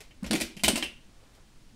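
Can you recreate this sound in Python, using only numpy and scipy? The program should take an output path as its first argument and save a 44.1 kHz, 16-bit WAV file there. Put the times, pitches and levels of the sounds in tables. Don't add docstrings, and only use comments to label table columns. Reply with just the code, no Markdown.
import sys
import numpy as np
from scipy import signal
from scipy.fft import rfft, irfft, next_fast_len
from scipy.io import wavfile

SR = 44100
rng = np.random.default_rng(int(sys.argv[2]) if len(sys.argv) > 2 else 0)


def transcribe(u):
    v = np.clip(np.atleast_2d(u).T, -1, 1)
    q = np.round(v * 32767).astype(np.int16)
    wavfile.write(sys.argv[1], SR, q)


N = 77175
T = np.arange(int(.6 * SR)) / SR
BLOW_GAIN = np.sqrt(.025 * SR)
TOUCHES_PER_S = 650

# (frequency [Hz], relative level [dB], T60 [s])
COIN = [(7800, 2.7, 0.0018), (8450, 5.4, 0.027), (8880, 8, 0.0029), (9640, 5.9, 0.0019)]
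# (frequency [Hz], relative level per Hz [dB])
CRACK = [(100, -2.5), (250, 3.5), (600, 5), (1200, -1.5), (2200, 2.5), (3500, 4.5), (5200, 4), (7000, -0.5),
         (9300, -4), (10800, -3.5), (13000, -9), (16000, -18)]


def from_db(db):
    return 10 ** (np.asarray(db) / 20)


def unit(x):
    return x / np.sqrt(np.sum(x ** 2) + 1e-20)


def fade(t60):
    return np.exp(-np.log(1000) * T / t60)


def at_hz(points, hz):
    f, v = np.transpose(points)
    return np.interp(np.log(np.maximum(hz, 1)), np.log(f), v)


def add(out, s, x):
    i = max(int(s * SR), 0)
    out[i:i + len(x)] += x[:len(out) - i]


def colour(x, spectrum, tilt_db=0):
    n = 2 * next_fast_len(len(x))
    hz = np.arange(n // 2 + 1) * SR / n
    octaves = np.log2(np.maximum(hz, 500) / 500)
    gain = from_db(at_hz(spectrum, hz) + tilt_db * octaves)
    cepstrum = irfft(np.log(gain))
    cepstrum[1:n // 2] *= 2
    cepstrum[n // 2 + 1:] = 0
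    response = np.exp(rfft(cepstrum))
    return irfft(rfft(x, n) * response)[:len(x)]


def ring(x, modes):
    out = 0
    for k, (hz, db, t60) in enumerate(modes):
        radius = np.exp(-np.log(1000) / (t60 * SR))
        angle = 2 * np.pi * hz / SR
        poles = [1, -2 * radius * np.cos(angle), radius * radius]
        mode = unit(signal.lfilter([1, 0, -1], poles, x))
        out = out + (-1) ** k * from_db(db) * mode
    return unit(out)


def swell(hz, length):
    envelope = np.sin(np.pi * np.minimum(T / length, 1))
    return unit(envelope * np.sin(2 * np.pi * hz * T))


def noise_around(hz, size):
    band = signal.butter(1, [hz / 2, min(hz * 2, SR / 2 - 1)], "band", fs=SR, output="sos")
    return signal.sosfilt(band, rng.standard_normal(size))


def room(hit=(1.,)):
    # (frequency [Hz], T60 [s])
    room_t60 = [(150, 0.42), (600, 0.3), (1600, 0.35), (2900, 0.38), (5000, 0.29), (15000, .22)]
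    early_db, early_t60_s, echoes_per_s, first_echo_s = 1, 0.1, 1800, 0.002
    white = rfft(rng.standard_normal(len(T)))
    hz = np.arange(len(white)) * SR / len(T)
    centres, t60s = np.transpose(room_t60)
    tail = 0
    for share, t60 in zip(np.eye(len(t60s)), t60s):
        band_gain = at_hz(np.c_[centres, share], hz)
        tail = tail + irfft(white * band_gain, len(T)) * fade(t60)
    arrivals = rng.random(len(T)) < echoes_per_s / SR
    early = rng.standard_normal(len(T)) * arrivals * fade(early_t60_s)
    arrived = T > first_echo_s
    reflections = unit(signal.fftconvolve(early * arrived, hit)[:len(T)])
    return unit(unit(tail * arrived) + from_db(early_db) * reflections)


def contact():
    snap_db, snap_t60_s = -6, 0.008
    chatter_db, chatter_t60_s, touch_t60_s = -4.5, 0.043, 0.0028
    snap = unit(rng.standard_normal(len(T)) * fade(snap_t60_s))
    touches = (rng.random(len(T)) < TOUCHES_PER_S / SR) + 1.0 * (T == 0)
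    touch_decay = np.exp(-np.log(1000) / (touch_t60_s * SR))
    grain = signal.lfilter([1], [1, -touch_decay], touches + 1e-18)
    chatter = unit(rng.standard_normal(len(T)) * grain * fade(chatter_t60_s))
    return from_db(snap_db) * snap + from_db(chatter_db) * chatter


def clacks():
    # (time [s], crack level [dB], crack tilt [dB per octave], shell knock level [dB],
    # ring level of first capsule [dB], ring level of second capsule [dB], coin chink level [dB],
    # table level [dB])
    contacts = [ (.0055, -48.5, 0, -55.5, -92, -63, -81, -85), (0.1077, -64, -1, -64.5, -79, -59, -87, -77),
                (0.2427, -43, -2.5, -49.5, -65, -51.5, -71, -63),
                (0.2639, -43, -2, -69, -68, -70, -70, -54),
                (0.31, -28.5, -2.74, -50, -49.5, -60, -40.5, -34),
                (0.3321, -31.5, -0.1, -37.5, -56, -48, -42, -27.5),
                (0.3524, -33.5, 1, -35.5, -62, -41, -47.5, -45.5),
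                (.4020, -39, 3, -39.5, -49, -46, -52, -41),
                (0.4112, -31, 1.5, -36.5, -56, -41.5, -43, -36.5),
                (0.5673, -49, 0.5, -54, -67, -50, -71, -52.5), (0.595, -51, 1.5, -54, -62, -47, -78, -65),
                (0.6362, -25, 1.5, -38.5, -39, -40, -36, -37),
                (0.6434, -31.5, 3.5, -31, -26.5, -34, -48, -45),
                (0.6805, -24.5, -0.67, -36.5, -35, -30, -34.5, -29),
                (0.7568, -32, -1, -42, -58, -33.5, -39.5, -43),
                (0.7755, -34.5, 0.5, -48, -44, -39, -58, -38.5),
                (0.8252, -35.5, 0, -37, -44, -29, -47.5, -43)]
    # (frequency [Hz], relative level [dB], T60 [s])
    shell = [(1620, -5, 0.068), (1927, 7, 0.051), (2108, 4.5, 0.046), (2316, 10, 0.06), (2503, 8.5, 0.028)]
    first_capsule = [(2978, 11.5, 0.063), (3770, 4, 0.032)]
    second_capsule = [(2690, -5, .05), (2745, -3, .07), (2808, -2, .08), (2930, 4, .005), (3055, -2, .075),
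                      (3120, -3, .06)]
    table = [(191, -5.5, 0.053), (240.9, 2.5, 0.22), (322.2, 3, 0.12), (384.2, 1, 0.14), (583, -3.5, 0.042),
             (760, -10.5, 0.14), (1424, -17.5, 0.11)]
    echo_db = [-6.5, -1.5, -7.5, -6.5, -2]
    size_spread = 0.0057
    out = np.zeros(N)
    for s, crack_db, tilt_db, *ring_db in contacts:
        hit = contact()
        echoes = room(hit)
        detune = [1 + size_spread * rng.standard_normal(), 1, 1]
        plastic_and_coin = (shell, first_capsule, second_capsule, COIN)
        resonators = [np.array(modes) * detune for modes in plastic_and_coin] + [table]
        sound = from_db(crack_db) * unit(colour(hit + echoes, CRACK, tilt_db))
        for db, room_db, modes in zip(ring_db, echo_db, resonators):
            ringing = ring(hit, modes) + from_db(room_db) * ring(echoes, modes)
            sound = sound + from_db(db) * unit(ringing)
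        add(out, s, sound)
    return out


def chinks():
    # (time [s], level [dB])
    rebounds = [(0.2319, -56.5), (0.6824, -26.5), (0.6859, -28.5), (0.6912, -36), (0.7601, -37),
                (0.8422, -46)]
    click_t60_s, room_db = 0.0077, -2.5
    crack_db, tilt_db = 1, 2.5
    out = np.zeros(N)
    for s, db in rebounds:
        click = unit(rng.standard_normal(len(T)) * fade(click_t60_s)) + from_db(room_db) * room()
        crack = unit(colour(click, CRACK, tilt_db))
        add(out, s, from_db(db) * unit(ring(click, COIN) + from_db(crack_db) * crack))
    return out


def rattle():
    start_s, level_db, t60_s = 0.831, -35.5, 0.22
    body = [(2800, 0, 0.0026)]
    out = np.zeros(N)
    arrivals = rng.random(len(T)) < TOUCHES_PER_S / SR
    touches = rng.standard_normal(len(T)) * arrivals * fade(t60_s)
    once = ring(unit(touches) + room(), body)
    add(out, start_s, from_db(level_db) * ring(once, body))
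    return out


def knocks():
    # (time [s], level [dB], pitch [Hz])
    drops = [(0.636, -37, 680), (0.681, -34.5, 600), (0.775, -41.5, 655)]
    # (frequency [Hz], relative level [dB], T60 [s])
    holder = [(1033, -4, 0.082), (1434, -7, .05)]
    note_t60_s, room_db = 0.042, -5.5
    impulse = 1.0 * (T == 0)
    out = np.zeros(N)
    for s, db, hz in drops:
        modes = [(hz, 0, note_t60_s)] + holder
        note = ring(impulse, modes) + from_db(room_db) * ring(room(), modes)
        add(out, s, from_db(db) * unit(note))
    return out


def thumps():
    # (time [s], level [dB], pitch [Hz], length [s])
    landings = [(0.225, -34, 208, 0.016), (0.3035, -33, 216, 0.013), (0.3171, -31.5, 217, 0.016),
                (0.3355, -30, 210, 0.015), (0.346, -37, 301, 0.014), (0.563, -45.5, 187, 0.019),
                (0.633, -33, 209, 0.015), (0.686, -33.5, 247, 0.016), (0.7304, -32, 225, 0.01424),
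                (1.734, -55, 230, 0.03)]
    # (time [s], level [dB])
    sways = [(0.23, -40.5), (.40, -45), (0.633, -36), (0.831, -50)]
    room_db = -4
    out = np.zeros(N)
    for s, db, hz, length in landings:
        push = swell(hz, length)
        echoes = unit(signal.fftconvolve(push, room())[:len(T)])
        add(out, s, from_db(db) * push)
        add(out, s + length / 2, from_db(db + room_db) * echoes)
    for s, db in sways:
        add(out, s, from_db(db) * swell(63, 0.081))
    return out


def dull_knocks():
    # (time [s], level [dB], centre before dulling [Hz])
    touches = [(0.227, -55, 1160), (1.229, -63, 695), (1.379, -61.5, 915)]
    out = np.zeros(N)
    for s, db, hz in touches:
        lowpass = signal.butter(2, hz * 1.1, fs=SR, output="sos")
        dull = signal.sosfilt(lowpass, noise_around(hz, len(T)))
        add(out, s, from_db(db) * unit(dull * fade(0.12)))
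    return out


def rustle():
    # (time of peak [s], time from peak to 1/e [s], peak level [dB], centre [Hz])
    brushes = [(1.274, 0.24, -67.5, 596), (1.354, 0.018, -64, 3070)]
    out, t = np.zeros(N), np.arange(N) / SR
    for s, length, db, hz in brushes:
        cloth = np.sqrt(N) * unit(noise_around(hz, N))
        out += from_db(db) * cloth * np.exp(-((t - s) / length) ** 2)
    return out


def room_noise():
    # (frequency [Hz], relative level per Hz [dB])
    air = [(25, 5), (80, -7), (260, -11), (500, -21.5), (1200, -26), (4000, -27.5), (9500, -33),
           (11500, -41), (16000, -44.5)]
    level_db = -53.5
    return from_db(level_db) * np.sqrt(N) * unit(colour(rng.standard_normal(N), air))


def scene():
    blows = clacks() + chinks() + rattle() + knocks() + thumps() + dull_knocks()
    return (BLOW_GAIN * blows + rustle() + room_noise())[None]


def record(dry):
    lowpass = signal.ellip(10, .2, 70, 15700, fs=SR, output="sos")
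    return signal.sosfilt(lowpass, dry)


dry = scene()
out = record(dry)
transcribe(out)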